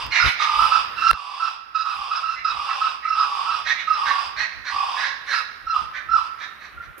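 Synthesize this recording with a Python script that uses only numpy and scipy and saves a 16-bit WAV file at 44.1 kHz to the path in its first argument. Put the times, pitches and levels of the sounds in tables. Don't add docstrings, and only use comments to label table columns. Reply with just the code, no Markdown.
import sys
import numpy as np
from scipy import signal
from scipy.fft import rfft, irfft, next_fast_len
from scipy.io import wavfile
from scipy.ndimage import uniform_filter1d, map_coordinates

SR = 44100
rng = np.random.default_rng(int(sys.argv[2]) if len(sys.argv) > 2 else 0)


def generate_wav(sig):
    pcm = np.round(np.clip(np.atleast_2d(sig).T, -1, 1) * 32767).astype(np.int16)
    wavfile.write(sys.argv[1], SR, pcm)


def invert_db(x):
    u = np.asarray(x, float) / 20
    return 10 ** u


N = 308700
TIME = np.arange(N) / SR


def unit(x):
    return x / np.sqrt(np.mean(x ** 2) + 1e-20)


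def along(points, hz):
    f, v = np.transpose(points)
    return np.interp(np.log(hz + 1), np.log(f + 1), v)


def wobble(rate):
    coarse = TIME[::SR // 4000]
    knots = rng.standard_normal(int(N * rate / SR) + 4)
    return np.interp(TIME, coarse, map_coordinates(knots, [coarse * rate]))


def filtered(x, response):
    m = next_fast_len(N + 8192)
    return irfft(rfft(x, m) * response(np.fft.rfftfreq(m, 1 / SR)), m)[..., :N]


def coloured(spectrum, channels):
    noise = rng.standard_normal((channels, N))
    return unit(filtered(noise, lambda hz: invert_db(along(spectrum, hz))))


def throat_response(modes):
    def response(f):
        total = 0
        for k, (centre, width, db) in enumerate(modes):
            resonance = 1j * f * width / (centre * centre - f * f + 1j * f * width)
            total = total + (-1) ** k * invert_db(db) * resonance ** 2
        return total
    return response


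def shaped(rows, shape, high_hz=None, bright_db=0):
    step = 2 ** (1 / 12)
    notes = []
    for row in rows:
        if high_hz:
            start, length, low, effort, bright = row
            high = high_hz
        else:
            start, length, low, effort, high = row
            bright = bright_db
        notes.append([(start + share * length, low * step ** bend, high * step ** lift, effort + db, bright + shine)
                      for share, bend, lift, db, shine in shape])
    return notes


def voice(notes, tone, throat, jitter_hz, throb_hz, throb, air_db, rise, fall):
    s, *cols = np.transpose([row for note in notes for row in note])
    low_hz, high_hz, effort_db, bright_db = [
        uniform_filter1d(np.interp(TIME, s, c), size=SR // 30) for c in cols]
    sounding = 0
    for note in notes:
        opening = np.clip((TIME - note[0][0]) / rise + .5, 0, 1)
        closing = np.clip((note[-1][0] - TIME) / fall + .5, 0, 1)
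        sounding = sounding + opening * closing

    cycles = np.cumsum(throb_hz * (1 + .15 * wobble(30))) / SR
    starts = np.array([note[0][0] for note in notes])
    latest = starts[np.clip(np.searchsorted(starts, TIME + rise) - 1, 0, None)]
    beat = np.cos(2 * np.pi * (cycles - np.interp(latest + rise, TIME, cycles)))
    flap = 1 - throb * (1 - beat)

    low, high = [2 * np.pi * np.cumsum(hz + hz / low_hz * jitter_hz * wobble(160)) / SR
                 for hz in (low_hz, high_hz)]
    body = sum(invert_db(db + 2.68 * wobble(60)) * np.sin(k * low) for k, db in tone[0])
    shine = sum(invert_db(db + 4.5 * wobble(90)) * np.sin(k * high + .42 * k * k * wobble(330)) for k, db in tone[1])
    breath = (2.9 + .5 * flap) * rng.standard_normal(N)
    air = unit(filtered(breath, throat_response(throat))) * invert_db(air_db)
    return sounding * invert_db(effort_db) * (2.06 * flap * body + invert_db(bright_db) * (0.47 * shine + air))


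# pitch_hz, t60_s
TRUNK_DECAY = [(500, 1), (1300, 1), (2200, 1), (5000, 0.99), (10000, 0.22)]


def woodland(x, pan_db, wet_db):
    near, near_t60 = 2.2, .15
    out = np.zeros((2, N + 2 * SR))
    hop = SR // 5
    fade = np.hanning(2 * hop)
    padded = np.pad(x, (hop, 2 * hop))
    for i in range(0, N + hop, hop):
        noise = rng.standard_normal((2, SR // 2))
        hz, t, z = signal.stft(noise, SR, nperseg=256)
        decay = invert_db(-60 * t / along(TRUNK_DECAY, hz)[:, None]) + near * invert_db(-60 * t / near_t60)
        tail = signal.istft(z * decay, SR, nperseg=256)[1]
        tail = tail / np.linalg.norm(tail[0])
        wet = signal.fftconvolve((padded[i:i + 2 * hop] * fade)[None], tail, axes=1)
        out[:, i:i + wet.shape[1]] += wet
    scatter = out[:, hop - 130:hop - 130 + N]
    direct = np.array([np.roll(x, 1), x])
    return (direct + invert_db(wet_db) * scatter) * invert_db([[pan_db / 2], [-pan_db / 2]])


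# pitch_hz, level_db
BACKGROUND_COLOUR = [(20, -48), (50, 0.5), (120, -9), (300, -10.5), (900, -9.5), (1300, 4.5), (2500, -7),
                     (4500, -25.5), (7500, -35.5), (11000, -30.5), (15000, -30.5), (17000, -120)]


def bush():
    a, b = coloured(BACKGROUND_COLOUR, channels=2)
    return invert_db(-41 + 0.64 * wobble(1.5)) * np.array([0.69 * a + 0.3 * b, b])


# start_s, length_s, low_membrane_hz, effort_db, brightness_db
RASPS = [
    (-.3, 0.35, 1155, -24, -1.5),
    (.4, .43, 1250, -21.5, -6.5),
    (1.15, .4, 1177, -21, -3.5),
    (1.85, 0.39, 1207, -21.5, -5.5),
    (2.5, .45, 1184, -21.5, -4.5),
    (3.15, .47, 1214, -19.5, -7),
    (3.96, 0.33, 1198, -17.5, -8),
    (4.7, 0.37, 1163, -19, -7),
]
# start_s, length_s, low_membrane_hz, effort_db,
# brightness_db
CROAKS = [
    (5.745, 0.083, 1183, -20.5, -1.5),
    (6.165, 0.104, 1172, -24, 0),
]
# share_of_length, low_bend_semitones, high_bend_semitones, effort_db, brightness_db
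DRAWL = [(0, 0, 0.026, 0.5, -2.5), (.5, -.8, 0.009, 1, -0.5), (.75, -1.1, .6, -4.5, 5),
         (1, -1.6, 1.1, -14, 12.5)]
# share_of_length, low_bend_semitones, high_bend_semitones, effort_db, brightness_db
SINK = [(0, 0, -.9, 3.5, -5.5), (.5, -2.5, 0, -11.5, -2), (1, -3.5, 0, -26.5, 21)]
# multiple, level_db
RASP_TONE = [
    [(.72, -13.5), (.85, -10), (1, 1)],
    [(1, -5.5), (1.13, -16.5), (1.4, -12.5), (1.95, -13)],
]
# pitch_hz, width_hz, level_db
RASP_THROAT = [(1066, 495, 9.5), (2686, 760, 5), (3520, 640, 1), (4903, 794, 3.5), (8030, 1370, -21),
               (9510, 810, -17.5), (12200, 2600, -32)]


def rasping_bird():
    notes = shaped(RASPS, DRAWL, high_hz=2540) + shaped(CROAKS, SINK, high_hz=3060)
    rasp = voice(sorted(notes), RASP_TONE, RASP_THROAT, jitter_hz=24, throb_hz=40, throb=.62,
                 air_db=1, rise=.025, fall=.07)
    return invert_db(-6.5) * woodland(rasp, pan_db=-5.5, wet_db=1)


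# start_s, left_level_db, right_level_db, ring_hz, sharpness_0_to_1
KNOCKS = [
    (.0664, -25, -21, 2000, 1),
    (1.1128, -2, -20, 1450, 1),
    (1.1309, 2, -12, 1300, .25),
    (1.1328, 3, -12, 1600, .25),
    (6.826, -40, -38, 2000, 1),
]
# start_s, level_db
RUB = [
    (6.972, -75),
    (6.982, -36.5),
    (6.99, -41.5),
    (7, -48),
]
# pitch_hz, level_db
RUB_COLOUR = [(150, -120), (300, 4.5), (600, -7.5), (1500, -13.5), (5000, -23.5), (8000, -23), (11000, -12),
              (14500, -12.5), (17000, -120)]


def handling():
    out = np.zeros((2, N))
    for start, left_db, right_db, hz, sharp in KNOCKS:
        t = np.clip(TIME - start, -.01, .3)
        tick = np.cos(2 * np.pi * hz * t + 1.3) + .5 * np.cos(2 * np.pi * 2.7 * hz * t)
        tick += 0.46 * sharp * np.cos(2 * np.pi * 7.1 * hz * t) * np.exp(-(t / 0.00017) ** 2)
        thud = invert_db(-29 - 60 * t / 0.11) * np.sin(2 * np.pi * 75 * t)
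        thud += invert_db(-32 - 60 * t / .03) * np.sin(2 * np.pi * 320 * t)
        thud += invert_db(-25 - 60 * t / .1) * np.sin(2 * np.pi * 165 * t)
        knock = .6 * np.exp(-(t / .00035) ** 2) * tick + .5 * (t > 0) * thud
        out += invert_db([[left_db], [right_db]]) * knock
    rub_db = np.interp(TIME, *np.transpose(RUB), left=-120) + 4.3 * wobble(240)
    rub = invert_db(rub_db) * coloured(RUB_COLOUR, channels=2)
    return out + rub * invert_db([[-5], [3]])


# start_s, length_s, left_level_db,
# right_level_db
PUFFS = [(0.071, 0.082, -38.5, -45.5), (0.264, 0.05, -22.5, -38.5), (0.615, 0.1, -38.5, -59),
         (1.991, 0.075, -41.5, -59), (2.403, 0.047, -46, -67), (2.562, 0.12, -42.5, -51.5),
         (3.162, 0.096, -53, -62), (3.528, 0.1, -65, -55), (3.662, 0.095, -47, -66),
         (4.091, 0.093, -45, -73), (4.272, 0.055, -55, -52), (4.403, 0.12, -75, -51),
         (4.584, 0.088, -46, -49), (4.751, 0.054, -47, -47), (5.668, 0.078, -44.5, -61),
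         (5.835, 0.11, -41, -49.5), (6.121, 0.13, -42.5, -49.5), (6.782, 0.088, -42.5, -51),
         (6.893, 0.058, -44, -48.5), (1.131, 0.029, -19, -45)]
# start_s, half_length_s, level_db
GUSTS = [
    (.28, 0.053, -48),
    (.63, 0.072, -51),
    (1.96, 0.096, -53),
    (4.111, 0.063, -56),
    (5.36, 0.072, -51),
]
# pitch_hz, level_db
BUFFET = [(25, -42), (42, -3), (65, -5), (100, -12.5), (190, -21), (450, -27.5), (800, -27.5), (1300, -120)]


def wind():
    swell = 0
    for start, length, left_db, right_db in PUFFS:
        swell = swell + invert_db([[left_db], [right_db]]) * np.exp(-((TIME - start) / (.5 * length)) ** 2)
    eddies = coloured(BUFFET, channels=2)
    a, b = eddies / np.sqrt(0.054 + np.abs(uniform_filter1d(eddies ** 2, SR // 25)))
    strength = invert_db(1.5) * swell + invert_db(-72.0 + 4.6 * wobble(3.2))
    gusts = sum(invert_db(db) * np.exp(-((TIME - start) / length) ** 2) for start, length, db in GUSTS)
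    leaves = gusts * coloured([(5000, -30), (9000, 4), (15000, -8.0)], channels=2) * invert_db([[-3], [3]])
    return strength * np.array([a, -.8 * a + 2.0 * b]) + leaves


# start_s, length_s, low_membrane_hz, effort_db, high_membrane_hz
SNAPS = [
    (2.69, 0.062, 1700, -25.5, 3570),
    (3.77, 0.078, 2167, -23, 3740),
    (4.06, 0.094, 1590, -16, 3800),
    (4.37, 0.11, 1859, -16.5, 4173),
    (6.82, 0.061, 1804, -38.5, 3800),
]
# start_s, length_s, low_membrane_hz, effort_db, high_membrane_hz
YAPS = [
    (.115, 0.11, 2080, -16, 4170),
    (.235, .095, 2271, -19, 3985),
    (3.655, 0.1, 1906, -14, 3750),
    (4.645, 0.086, 1674, -21.5, 4260),
    (4.96, 0.2, 1702, -21, 3900),
    (5.27, .14, 1680, -18, 4116),
    (6.39, 0.09, 1780, -27.5, 3817),
    (6.6, .1, 1878, -35.5, 4280),
]
# start_s, length_s, low_membrane_hz, effort_db, high_membrane_hz
GRUNTS = [
    (2.36, .07, 2083, -24, 4050),
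    (3.03, .07, 2031, -25.5, 4000),
    (4.5, .08, 1920, -32, 3800),
    (5.94, 0.078, 1718, -21.5, 3520),
]
# start_s, length_s, low_membrane_hz, effort_db, high_membrane_hz
SQUEAKS = [
    (.385, .09, 2197, -31.5, 3749),
]
# share_of_length, low_bend_semitones, high_bend_semitones, effort_db, brightness_db
SNAP = [(0, -.2, 0.0038, -3, -3), (0.499, 0, .3, -3, 3), (1, .3, 0, -13.5, -11)]
# share_of_length, low_bend_semitones, high_bend_semitones, effort_db, brightness_db
YAP = [(0, 0.084, 0, -8.5, 0.6), (.5, 0.015, 0, 1.5, 1), (0.998, -.1, -.6, -15.5, -0.82)]
# multiple, level_db
BARK_TONE = [
    [(1 / 3, -27), (2 / 3, -13), (.87, -6), (1, 0), (1.13, -4), (1.32, -8)],
    [(.9, -4), (1, 0), (1.33, -11)],
]
# pitch_hz, width_hz, level_db
BARK_THROAT = [(1050, 685, 1.5), (1850, 820, 8), (2900, 1800, -9), (4050, 920, 3.5), (5840, 1220, -7),
               (7250, 4500, -26), (9500, 4200, -32)]


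def barking_bird():
    notes = shaped(GRUNTS, SNAP, bright_db=-6.5) + shaped(SNAPS, SNAP)
    notes += shaped(YAPS, YAP) + shaped(SQUEAKS, YAP, bright_db=11)
    bark = voice(sorted(notes), BARK_TONE, BARK_THROAT, jitter_hz=60, throb_hz=120, throb=.3,
                 air_db=-1, rise=.025, fall=.045)
    return invert_db(-8.5) * woodland(bark, pan_db=-8.5, wet_db=1)


# start_s, length_s, low_membrane_hz, effort_db, brightness_db
STRUCK = [
    (.195, 0.082, 1431, -15.5, -3.5),
    (.715, 0.063, 1300, -15, -7),
    (1.745, 0.095, 1293, -8.5, -9),
    (1.85, .1, 1290, -10.5, -10),
    (2.11, 0.088, 1280, -8.5, -11),
    (2.445, 0.081, 1297, -9, -7.5),
    (2.81, 0.094, 1274, -9.5, -11),
    (3.175, 0.084, 1286, -9.5, -9),
    (5.33, 0.084, 1307, -19, -0.5),
]
# start_s, length_s, low_membrane_hz, effort_db, brightness_db
SWELLING = [
    (.585, 0.087, 1309, -14.5, -11.5),
    (.962, 0.0487, 1336, -29.5, 2),
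    (1.012, 0.1488, 1323, -12, -7),
    (1.395, 0.1, 1326, -5, -10),
    (2.23, 0.13, 1300, -11.5, -9),
    (2.65, .11, 1300, -13, -9.5),
    (3.045, 0.12, 1297, -9.5, -14),
    (3.46, 0.1235, 1291, -10, -13),
    (3.87, .1, 1270, -9.5, -12),
    (6.77, 0.081, 1394, -25.5, -32),
]
# start_s, length_s, low_membrane_hz, effort_db, brightness_db
CLOSING = [
    (5.665, .14, 1331, -6.5, -19),
    (6.085, .13, 1341, -5.5, -20),
]
# share_of_length, low_bend_semitones, high_bend_semitones, effort_db, brightness_db
STRIKE = [(0, 0, 0, 1, -3), (.4, 0.034, 0, -1, 1), (.8, -0.0935, -.1, -7.5, 8), (1, -.2, -.2, -12.5, 13)]
# share_of_length, low_bend_semitones, high_bend_semitones, effort_db, brightness_db
SWELL = [(0, 0, -0.23, -8.5, 1), (.5, 0.026, 0.022, -0.5, 0.5), (1, -0.33, -0.37, -13, 13.5)]
# share_of_length, low_bend_semitones, high_bend_semitones, effort_db, brightness_db
BREAK = [(0, -0.3, 0.0064, -12, -2), (.32, 0, -0.099, -3.5, 3.5), (.65, -.5, 0, 0, -3.5),
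         (1, -6.5, -.8, -32.5, 27.5)]
# multiple, level_db
SWELLING_TONE = [
    [(1, -2.5)],
    [(1, -4), (1.47, -13), (1.95, -8.5), (3, -36), (3.6, -33.5)],
]
# multiple, level_db
STRUCK_TONE = [
    [(1, -3.5)],
    [(1, -8), (1.5, -8), (1.97, -5.5)],
]
# pitch_hz, width_hz, level_db
HOOT_THROAT = [(1300, 320, 23), (2665, 255, 14.5), (3800, 1800, -1), (4630, 2200, 0), (8600, 300, -47),
               (9100, 300, -25.5)]


def hooting_bird():
    manner = dict(jitter_hz=16, throb_hz=39, throb=.4, air_db=-3, rise=.012, fall=.03)
    swelling = shaped(SWELLING, SWELL, high_hz=2725)
    struck = shaped(STRUCK, STRIKE, high_hz=2574) + shaped(CLOSING, BREAK, high_hz=2725)
    hoot = voice(sorted(swelling), SWELLING_TONE, HOOT_THROAT, **manner)
    hoot = hoot + voice(struck, STRUCK_TONE, HOOT_THROAT, **manner)
    return invert_db(-3.5) * woodland(hoot, pan_db=-8.5, wet_db=-3)


def gain_db():
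    duck_s, attack_s, hold_s, recover_s = 1.1132, .0014, 0.11, 1.1
    ducked_db, after_db = -12.5, -3.5
    back = 1 - np.exp(-np.clip(TIME - duck_s - hold_s, 0, None) / recover_s)
    ducked = np.clip((TIME - duck_s) / attack_s, 0, 1)
    before = 3.5 * TIME
    easing = 0.86 * np.clip(TIME - 5.97, 0, None)
    after = ducked_db + (after_db - ducked_db) * back - easing
    return (1 - ducked) * before + ducked * after


def scene():
    return bush() + rasping_bird() + handling() + wind() + barking_bird() + hooting_bird()


def band_limit(x):
    return signal.sosfilt(signal.butter(12, 16650, fs=SR, output="sos"), x)


def record(dry):
    x = dry * invert_db(gain_db())
    x = x / (1 + np.abs(x / .95) ** 4) ** .25
    x = filtered(x, lambda hz: invert_db(-40 * np.clip((hz - 15200) / 500, 0, 1)))
    return band_limit(x)


dry = scene()
out = record(dry)
generate_wav(out)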